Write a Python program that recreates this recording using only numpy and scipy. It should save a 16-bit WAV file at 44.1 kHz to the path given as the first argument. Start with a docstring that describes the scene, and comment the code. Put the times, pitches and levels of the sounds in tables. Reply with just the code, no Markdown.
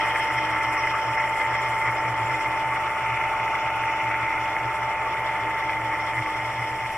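"""A machine shop, close to the head of an idling radial drill; a two-port stereo microphone drifts
from beside the head to its front and part way back. The motor pinion's meshing teeth whine on top.
Loose gear teeth clatter in the cast housing in time with the shafts, the bearings ring and fizz,
and a dry spot squeaks. Underneath, a resonance of the arm throbs unevenly, about five times
a second, over the rumble of the hall."""
import sys
import numpy as np
from scipy import signal
from scipy.fft import rfft, irfft, next_fast_len
from scipy.io import wavfile
from scipy.ndimage import uniform_filter1d

SR = 44100
rng = np.random.default_rng(int(sys.argv[2]) if len(sys.argv) > 2 else 0)


def bounce(signal):
    """Save signal as a 16-bit WAV file at the path given by the first command-line argument."""
    frames = np.transpose(np.atleast_2d(signal))
    limited = np.clip(frames, -1, 1)
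    pcm = np.round(limited * 32767).astype(np.int16)
    wavfile.write(sys.argv[1], SR, pcm)


N = 307377
T = np.arange(N) / SR
COARSE_T = T[::64]
FFT_SIZE = next_fast_len(N)
BINS = np.fft.rfftfreq(FFT_SIZE, 1 / SR)

MOTOR_HZ, COUNTERSHAFT_HZ, SPINDLE_HZ = 24.755, 22.25, 2.949
SLOW_SHAFT_HZ, IDLER_HZ = MOTOR_HZ / 5, MOTOR_HZ / 10

# The microphone's path round the head: (time [s], position [0 beside, 1 in front])
MIC_PATH = [(0, 0.03), (1.9, 0.18), (2.6, 0.53), (3.1, 0.9), (4.1, 1), (4.7, 0.64), (5.6, 0.39),
            (6.97, 0.37)]
# How its two ports relate: (frequency [Hz], likeness [0-1], left lead [rad])
MIC_PORTS = [(30, .95, 0), (200, .97, 0), (280, .94, 0), (420, .985, 0), (510, .94, 0), (700, .975, 0),
             (1180, .935, -.05), (1340, .98, -.05), (1700, .93, 0), (2050, .965, .05), (2380, .75, .1),
             (2500, .87, .1), (2680, .6, 0), (3000, .28, -.5), (3300, .2, 2.2), (3500, .7, 3),
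             (3850, .78, 3.1), (4700, .15, 3.3), (5500, .68, 4.6), (6400, .25, 5.7), (7400, .25, 4.6),
             (9000, .25, 6.1), (13000, .25, 9.3)]
# Relative pickup of the gearing along that path:
# (time [s], whine [dB], low housing modes [dB], high housing modes [dB], wheels [dB], covers [dB])
GEAR_PICKUP = [(0, -28.5, -33.5, -32, -28.5, -38.5), (0.6, -30, -34.5, -33.5, -30, -41),
               (0.88, -29.5, -35, -34, -28, -39), (1.05, -29.5, -35, -33, -33, -41.5),
               (1.2, -29.0, -34.5, -34, -29.5, -42), (2.0, -29.5, -34.5, -34.5, -31, -44.5),
               (2.55, -29, -34.5, -35, -31, -43), (2.95, -30.5, -36.5, -32, -32, -42.5),
               (3.15, -29, -35.5, -34, -31, -38), (3.35, -29.5, -34, -33, -32.5, -42),
               (3.8, -29, -35.5, -33.5, -32.5, -38.5), (4.0, -29, -35.5, -35, -31, -39.5),
               (4.15, -30, -35.5, -34, -29, -44), (4.65, -30.5, -36, -34, -33, -43.5),
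               (5.05, -31, -34.5, -35.5, -32.0, -43), (5.65, -30.5, -35.5, -36.5, -31.5, -45),
               (6.3, -32.5, -36.5, -37, -32.5, -46.5), (6.97, -33.5, -38, -44, -35, -44.5)]
# Relative pickup of the bearings: (time [s], races [dB], rings [dB], fizz [dB])
BEARING_PICKUP = [(0.0, -40, -47.5, -49.5), (0.6, -43, -48.5, -51), (0.75, -45.5, -46, -52),
                  (1.2, -47, -49.5, -53), (1.4, -46.5, -54, -48.5), (1.6, -45, -48.5, -53),
                  (1.75, -46.5, -53, -49), (2.0, -48.5, -50.5, -53), (2.2, -47, -55.5, -53),
                  (2.35, -45, -47, -48.5), (2.55, -48.5, -53.5, -52.5), (3.55, -50.5, -54, -54.5),
                  (3.95, -50, -51.5, -54.5), (4.15, -50.5, -56, -54.5), (5.1, -49, -55, -54.5),
                  (5.3, -47.5, -57, -54.5), (5.9, -48.5, -53.5, -54), (6.45, -46.5, -52, -52),
                  (6.97, -48.5, -52, -52.5)]
# Spectra of hall rumble, the microphone's own hiss and bearing fizz: (frequency [Hz], relative level [dB])
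RUMBLE_SPECTRUM = [(10, 2), (30, 2), (58, -10), (100, 3), (150, 0.5), (200, -1), (265, -8), (350, -2),
                   (600, -11), (1200, -26), (4000, -32)]
MIC_HISS_SPECTRUM = [(3000, -21), (6500, 2.5), (8000, -14), (11000, 4.5), (13500, -0.5)]
FIZZ_SPECTRUM = [(3710, -11), (6000, 1.5), (6450, -31), (6990, 2), (7350, 3.5), (7900, -2), (8700, 3.5),
                 (9100, 0), (10400, -3), (11200, -1.5), (13100, -3), (14000, -10)]
# Throbs of the arm: (time [s], relative peak [dB], half length [s])
ARM_THROBS = [(0.146, -45, .06), (.39, -38.5, .06), (.52, -41, 0.027), (.69, -43, 0.027),
              (0.872, -39.5, 0.065), (1.095, -37, .04), (1.27, -42, 0.064), (1.51, -37, 0.087),
              (1.684, -36.5, 0.066), (1.895, -32.5, 0.042), (2.09, -33.5, 0.059), (2.228, -34, 0.045),
              (2.31, -36, .055), (2.487, -35, 0.029), (2.708, -35, 0.045), (2.876, -40, 0.043),
              (3.026, -43, .025), (3.134, -38.5, 0.059), (3.243, -44, .03), (3.41, -43, .04),
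              (3.66, -42, 0.028), (3.84, -42, 0.048), (4.07, -39, 0.048), (4.243, -37, .035),
              (4.42, -42, 0.027), (4.53, -42, .02), (4.662, -33.5, 0.047), (4.86, -38, .05),
              (5.0, -49, 0.042), (5.2, -40, .025), (5.36, -39, .025), (5.452, -39.5, .04),
              (5.852, -38, 0.049), (6.2, -32, 0.036), (6.398, -38.5, 0.062), (6.498, -39, .035),
              (6.6, -33, 0.049), (6.744, -40, .04), (6.838, -40, .03)]
# Grit scraping in the bearings: (time [s], fizz boost [dB])
GRIT_SCRAPES = [(.08, 5), (.16, 2.5), (.195, 5), (.24, 4), (.73, 4), (1.35, 3), (1.7, 1.5), (3.42, -1),
                (4.04, 4), (4.755, 6), (6.2, 5), (6.91, 3)]
# The highest bearing resonance at the microphone: (time [s], level [dB])
SINGING_LEVEL = [(0, -78), (1.0, -61), (1.5, -58), (2.35, -57), (2.6, -69), (6.97, -65)]
# Resonances of the bearing races, their thin rings, the cast housing, gear wheels and thin covers:
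# (frequency [Hz], half width [Hz], weight from beside [dB], weight from in front [dB])
RACE_MODES = [(3080, 160, 8, -9), (3234, 33, 7, 8), (3458, 160, -3.5, 6.5), (3580, 150, -3.5, -6),
              (4400, 570, -12.5, -7)]
RING_MODES = [(5340, 51, 14.5, 2), (5350, 210, 6, -1), (5530, 36, 11.5, 10.5), (5660, 92, 9, 2),
              (6050, 74, -11, -2), (6810, 40, -22, 3.5)]
HOUSING_MODES = [(312, 9.7, -5.5, -17), (401, 52, -9, -10.5), (489.7, 14.5, -5.5, -10), (633, 40, -12, -8),
                 (722, 52, -6.5, -7.5), (852, 104, -2, -3.5), (1026, 45, 1.5, -3.5), (1133, 12.3, 7.5, 1),
                 (1236, 136, 3, -3), (1325, 50, 5.5, -0.5), (1425, 66, 1, -1.5), (1600, 250, -6, -11.5)]
WHEEL_MODES = [(1790, 110, -2, -8.5), (1914, 100, 1, -6.5), (2054, 44, 6, 5), (2163, 113, -1, 0),
               (2330, 154, -13, -3.5)]
COVER_MODES = [(2485, 42, 3.5, 2.5), (2567, 96, -7.5, -1), (2640, 45, -6, -6), (2740, 41, -20, -4),
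               (2836, 58, -3.5, -1.5), (2965, 37, -4, -0.5)]
# Squeaks of a dry spot in the drive: (time [s], peak [dB])
DRY_SQUEAKS = [(.644, -34), (.785, -24), (.937, -28), (1.55, -29), (2.727, -25), (3.342, -29.5),
               (3.537, -31), (5.073, -26), (5.392, -30), (5.6, -32), (6.28, -27)]
# Steady tones of the other gears and shafts, and two thin high tones of the bearing rings: (frequency [Hz],
# relative level [dB])
GEAR_TONES = [(48.2, -58), (70.9, -49.5), (114.1, -49), (177.2, -62), (241, -59), (353.6, -59.5),
              (430, -57.5), (623.8, -52.5), (690.2, -56), (725.8, -59), (782.4, -53), (1225.8, -45),
              (1247.6, -58), (1320.4, -48), (1367.4, -57), (1619.7, -52), (2116.6, -45), (2159.5, -47.5),
              (2289.8, -59), (5526, -71), (5573, -73)]
# The feed gears' tone as the microphone crosses its standing waves: (time [s], level [dB])
FEED_LEVEL = [(0, -56), (.6, -51), (1.1, -48), (2.4, -50), (4, -52), (5.2, -51.5), (6.2, -49), (6.7, -57)]
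# Hardest growls of the casting: (time [s], boost [dB])
HOUSING_GROWLS = [(.55, 4.5), (.95, 6), (1.88, 4), (4.22, 3)]
# Bunches of loose-tooth clatter: (time [s], boost [dB])
TOOTH_RATTLES = [(.61, 4), (.87, -1.5), (1.2, 4.5), (1.55, 4), (1.88, 5), (2.06, 4), (3.12, 2), (4.26, 1),
                 (5.37, 1), (6.17, 2.5)]
# Single hard knocks of a loose tooth: (time [s], peak [dB])
TOOTH_KNOCKS = [(.046, -26), (.159, -11), (.385, -20), (.611, -17), (.872, -15), (1.176, -16), (1.202, -16),
                (1.214, -20), (2.306, -20), (2.335, -23), (2.575, -22), (2.757, -22), (3.479, -16.5),
                (3.838, -16), (4.113, -16), (4.143, -14), (4.566, -16), (4.916, -22), (5.017, -20),
                (5.37, -25), (5.583, -24), (5.695, -16), (6.134, -18), (6.171, -22), (6.86, -20),
                (6.901, -21)]
# Partials of the pinion, loudest at its tooth count: (order [multiple of motor speed],
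# relative level [dB], change in front [dB], throb depth [0-1], left lead [rad])
PINION_ORDERS = [(12, -28.5, 0, 0, .65), (24, -13, -3, .38, .5), (34, -22, 0, 0, .22), (35, -25, 0, 0, .2),
                 (36, .7, 0, 0, .08), (48, -25, -2, 0, .6), (60, -22.5, 0, 0, .2),
                 (120, -23.5, 1.5, 0, 1.5)]


def gain_of(db):
    """Decibels to amplitude."""
    return np.exp(np.asarray(db) * np.log(10) / 20)


def unit_rms(x):
    """Scales to rms 1."""
    return x / np.sqrt(np.mean(abs(x) ** 2) + 1e-20)


def level(curve, column=1):
    """A dB column of a time curve as a gain for each sample."""
    rows = np.array(curve)
    return gain_of(np.interp(T, rows[:, 0], rows[:, column]))


def at_bins(points, column=1):
    """A column of a frequency table at every bin."""
    rows = np.array(points)
    return np.interp(np.log(BINS + 1), np.log(rows[:, 0] + 1), rows[:, column])


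def wander(rate_hz, size=4096):
    """Random drift of rms 1, no faster than about rate_hz."""
    hz = np.arange(size // 2 + 1) / T[-1]
    spectrum = rfft(rng.standard_normal(size)) / (1 + (hz / rate_hz) ** 4)
    return np.interp(T, np.linspace(0, T[-1], size), unit_rms(irfft(spectrum)))


def throb(hz, peak_s, depth):
    """A periodic swing about 1, as when an off-centre wheel presses harder once a turn."""
    return 1 + depth * np.cos(2 * np.pi * hz * (T - peak_s))


def surges(events, half_length_s):
    """A gain that moves briefly by each event's boost."""
    boost_db = sum(db * np.exp(-((COARSE_T - at) / half_length_s) ** 2) for at, db in events)
    return gain_of(np.interp(T, COARSE_T, boost_db))


def impacts(per_s, rub, repeat):
    """Two forces of tiny blows over smooth rubbing; a share recurs every two turns of the slow shaft."""
    blows = unit_rms(rng.standard_normal((2, N)) * (rng.random((2, N)) < per_s / SR))
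    fresh = unit_rms(blows + rub * rng.standard_normal((2, N)))
    worn = fresh[:, np.arange(N) % round(2 * SR / SLOW_SHAFT_HZ)]
    return np.sqrt(1 - repeat) * fresh[:, ::-1] + np.sqrt(repeat) * unit_rms(worn)


def mic_position():
    """Where the microphone is at each sample: 0 beside the head, 1 close in front."""
    return np.interp(T, *np.transpose(MIC_PATH))


def at_ports(turns, lead_rad):
    """A sine of rms 1 that reaches the left port lead_rad before the right."""
    return np.sqrt(2) * np.sin(2 * np.pi * turns + np.array([[.5], [-.5]]) * lead_rad)


def resonances(modes, column=2):
    """Gain at every bin of a body with steep-sided resonances."""
    peaks = (gain_of(row[column]) / (1 + ((BINS - row[0]) / row[1]) ** 2) for row in modes)
    return np.sqrt(sum(peak ** 2 for peak in peaks))


def radiate(force, gain, ripple_db=3.0, smooth_hz=7000):
    """Colours two unrelated forces and spreads them over the two ports, at rms 1."""
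    # Iron's countless close modes ripple the response every few tens of Hz and merge in the treble.
    ripple = uniform_filter1d(rng.standard_normal(len(BINS)), size=130)
    ripple = unit_rms(uniform_filter1d(ripple, size=130))
    depth_db = ripple_db * BINS / (BINS + 500) / np.hypot(1, BINS / smooth_hz)
    first, second = rfft(force, FFT_SIZE, axis=1) * gain * gain_of(depth_db * ripple)
    likeness = at_bins(MIC_PORTS)
    lead = np.exp(.5j * at_bins(MIC_PORTS, column=2))
    mid, side = first * np.sqrt(1 + likeness), second * np.sqrt(1 - likeness)
    ports = np.array([(mid + side) * lead, (mid - side) / lead])
    return unit_rms(irfft(ports, FFT_SIZE, axis=1)[:, :N])


def ring(force, modes, band=1):
    """A body rings; its modes change weight as the microphone moves from its side to its front."""
    beside = radiate(force, band * resonances(modes, column=2))
    front = radiate(force, band * resonances(modes, column=3))
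    return beside + mic_position() * (front - beside)


def mic_hiss(hiss_db=-61, flicker_db=3.5):
    """The microphone's own faint, flickering hiss."""
    gain = gain_of(hiss_db + flicker_db * wander(25))
    return gain * radiate(rng.standard_normal((2, N)), gain_of(at_bins(MIC_HISS_SPECTRUM)))


def hall_rumble(rumble_db=-49):
    """The hall's dull rumble behind the drill."""
    return gain_of(rumble_db) * radiate(rng.standard_normal((2, N)), gain_of(at_bins(RUMBLE_SPECTRUM)))


def arm_drone(hz=118.9, stray_hz=5, floor_db=-48, trim_db=-1.5, flicker_db=2.0):
    """The arm's low resonance is shaken into throbs; its pitch strays when weak and holds when strong."""
    power = sum(gain_of(db) ** 2 * np.exp(-2 * ((COARSE_T - at) / half_s) ** 2)
                for at, db, half_s in ARM_THROBS)
    swell = np.interp(T, COARSE_T, np.sqrt(power + gain_of(floor_db) ** 2))
    pitch_hz = hz + stray_hz * np.sqrt(gain_of(floor_db) / swell) * wander(10.7)
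    hum = at_ports(np.cumsum(pitch_hz) / SR, lead_rad=.03)
    return gain_of(trim_db + flicker_db * wander(33)) * swell * hum


def bearing_fizz(trim_db=-1.35, flicker_db=1.4, dull_hz=11000):
    """The bearings' fine fizz pulses three and five times to a turn of the idler and flares on grit."""
    load = throb(3 * IDLER_HZ, .049, depth=.087) * throb(5 * IDLER_HZ, .003, depth=.12)
    colour = gain_of(at_bins(FIZZ_SPECTRUM)) / np.sqrt(1 + (BINS / dull_hz) ** 6)
    force = impacts(per_s=6200, rub=1.9, repeat=.092) * load
    grains = radiate(force, colour) * surges(GRIT_SCRAPES, half_length_s=.019)
    return gain_of(trim_db + flicker_db * wander(23)) * level(BEARING_PICKUP, column=3) * grains


def bearing_song(hz=7230, half_width_hz=85):
    """One thin, high bearing resonance sings out, pressed five times to a turn of the idler."""
    force = impacts(per_s=1500, rub=.8, repeat=.2) * throb(5 * IDLER_HZ, .012, depth=.46)
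    return level(SINGING_LEVEL) * radiate(force, resonances([(hz, half_width_hz, 0)]))


def bearing_ring(rings_db=-.14, flicker_db=1.82, spot_at_s=.384, spot_db=2, spot_half_s=.026):
    """Rolling contact rings the races and their thin rings; a rough spot returns with each idler turn."""
    from_spot_s = (((T - spot_at_s) * IDLER_HZ + .5) % 1 - .5) / IDLER_HZ
    rough_spot = gain_of(spot_db * np.exp(-(from_spot_s / spot_half_s) ** 2))
    race_force = impacts(per_s=2500, rub=.31, repeat=.48) * throb(5 * IDLER_HZ, .023, depth=.14)
    races = level(BEARING_PICKUP) * ring(race_force, RACE_MODES)
    ring_force = impacts(per_s=2700, rub=.99, repeat=.23) * throb(5 * IDLER_HZ, .061, depth=.12)
    rings = level(BEARING_PICKUP, column=2) * ring(ring_force * rough_spot, RING_MODES)
    return gain_of(flicker_db * wander(21)) * (races + gain_of(rings_db) * rings)


def squeaks(hz=1142, half_length_s=.012):
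    """A dry spot briefly excites one sharp resonance of the housing, alike at both ports."""
    swell = sum(gain_of(db) * np.exp(-((COARSE_T - at) / half_length_s) ** 2) for at, db in DRY_SQUEAKS)
    return np.interp(T, COARSE_T, swell) * np.sin(2 * np.pi * (hz * T + rng.random()))


def gear_tones(trim_db=-2.5, fade_db=-1.0, jitter=.00039, beating_hz=311.8, beating_db=-14.5,
               feed_hz=538.5):
    """Weaker gears hum; high tones fade as the microphone crosses standing waves, and a low one beats."""
    clock = T + np.cumsum(jitter * wander(11)) / SR
    fades_db = [fade_db * wander(.8) for _ in range(4)]
    tones = 0
    for k, (hz, db) in enumerate(GEAR_TONES):
        gain = gain_of(trim_db + db + fades_db[k % 4] * hz / (hz + 500))
        tones += gain * np.sqrt(2) * np.sin(2 * np.pi * (hz * clock + rng.random()))
    beating = throb(hz=.535, peak_s=.5, depth=.51) * at_ports(beating_hz * clock, lead_rad=.25)
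    feed = level(FEED_LEVEL) * at_ports(feed_hz * clock, lead_rad=0)
    return tones + gain_of(beating_db) * level(GEAR_PICKUP, column=2) * beating + feed


def housing_growl(low_db=1.1, high_db=.5, split_hz=950):
    """Dense tooth blows make the casting growl, a little harder three times to a turn of the spindle."""
    load = throb(3 * SPINDLE_HZ, .057, depth=.067)
    high_share = 1 / (1 + (split_hz / (BINS + 1)) ** 12)
    low = ring(impacts(per_s=2400, rub=.7, repeat=.47), HOUSING_MODES, np.sqrt(1 - high_share))
    low *= gain_of(low_db) * level(GEAR_PICKUP, column=2)
    high = ring(impacts(per_s=2000, rub=.63, repeat=.61), HOUSING_MODES, np.sqrt(high_share))
    high *= gain_of(high_db) * level(GEAR_PICKUP, column=3)
    return load * (low + high * surges(HOUSING_GROWLS, half_length_s=.029))


def tooth_knocks(decay_s=.003, onset_s=.00076, spread_db=2):
    """A loose tooth lands hard and the wheels ring together for a few milliseconds."""
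    t = np.arange(SR // 25) / SR
    envelope = np.exp(-t / decay_s) * (1 - np.exp(-(t / onset_s) ** 2))
    out = np.zeros((2, N))
    for at, peak_db in TOOTH_KNOCKS:
        wheels = sum(gain_of(rng.normal(beside_db, spread_db)) * at_ports(hz * t, lead_rad=.1)
                     for hz, _, beside_db, _ in WHEEL_MODES)
        knock = wheels * envelope
        slot = out[:, round(at * SR):][:, :len(t)]
        slot += gain_of(peak_db) * knock[:, :slot.shape[1]] / abs(knock).max()
    return out


def backlash_clatter(mesh_hz=345.16, wheels_db=.14, covers_db=.47, flicker_db=.33):
    """Loose teeth of the slow mesh knock in bunches as the shafts turn, ringing wheels and covers."""
    layshaft_hz = 9 * SPINDLE_HZ
    load = throb(mesh_hz, .0013, depth=.43) * throb(COUNTERSHAFT_HZ, .02, depth=.058)
    load *= throb(layshaft_hz, .01, depth=.14) * throb(3 * layshaft_hz, .01, depth=.08)
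    slack = throb(SPINDLE_HZ, .13, depth=.027) * throb(3 * SPINDLE_HZ, .065, depth=.074)
    slack *= surges(TOOTH_RATTLES, half_length_s=.028)
    wheel_force = impacts(per_s=1600, rub=.76, repeat=.19) * load * slack
    wheel_force *= gain_of(flicker_db * wander(11))
    wheels = gain_of(wheels_db) * level(GEAR_PICKUP, column=4) * ring(wheel_force, WHEEL_MODES)
    cover_force = impacts(per_s=1300, rub=.48, repeat=.16) * load
    covers = gain_of(covers_db) * level(GEAR_PICKUP, column=5) * ring(cover_force, COVER_MODES)
    return wheels + covers


def pinion_whine(jitter=.00039, flutter=.066, unevenness=.25):
    """The motor pinion's teeth mesh, close up; the slow shaft's load rocks their speed and strength."""
    speed_hz = MOTOR_HZ * (throb(SLOW_SHAFT_HZ, .063, depth=.0012) + jitter * wander(26))
    turns = np.cumsum(speed_hz) / SR
    position = mic_position()
    rock = np.cos(2 * np.pi * 3 * SLOW_SHAFT_HZ * (T - .081)) + unevenness * wander(30)
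    partials = 0
    for order, db, front_db, depth, lead_rad in PINION_ORDERS:
        gain = gain_of(db + front_db * position) * (1 + depth * rock)
        partials += gain * at_ports(order * turns + rng.random(), lead_rad)
    load = throb(SLOW_SHAFT_HZ, .021, depth=.062) + flutter * wander(30)
    return level(GEAR_PICKUP) * load * partials


def scene():
    """The drill at the microphone: tones and drone near the middle, noises spread over both ports."""
    tones = pinion_whine() + gear_tones() + arm_drone()
    teeth = housing_growl() + backlash_clatter() + tooth_knocks()
    bearings = bearing_ring() + bearing_song() + bearing_fizz()
    return tones + teeth + bearings + squeaks() + hall_rumble() + mic_hiss()


def record(dry):
    """The recorder cuts the top treble steeply."""
    lowpass = signal.firwin(255, cutoff=13900, window=("kaiser", 9), fs=SR)
    return signal.oaconvolve(dry, lowpass[None], "same", axes=1)


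dry = scene()
out = record(dry)
bounce(out)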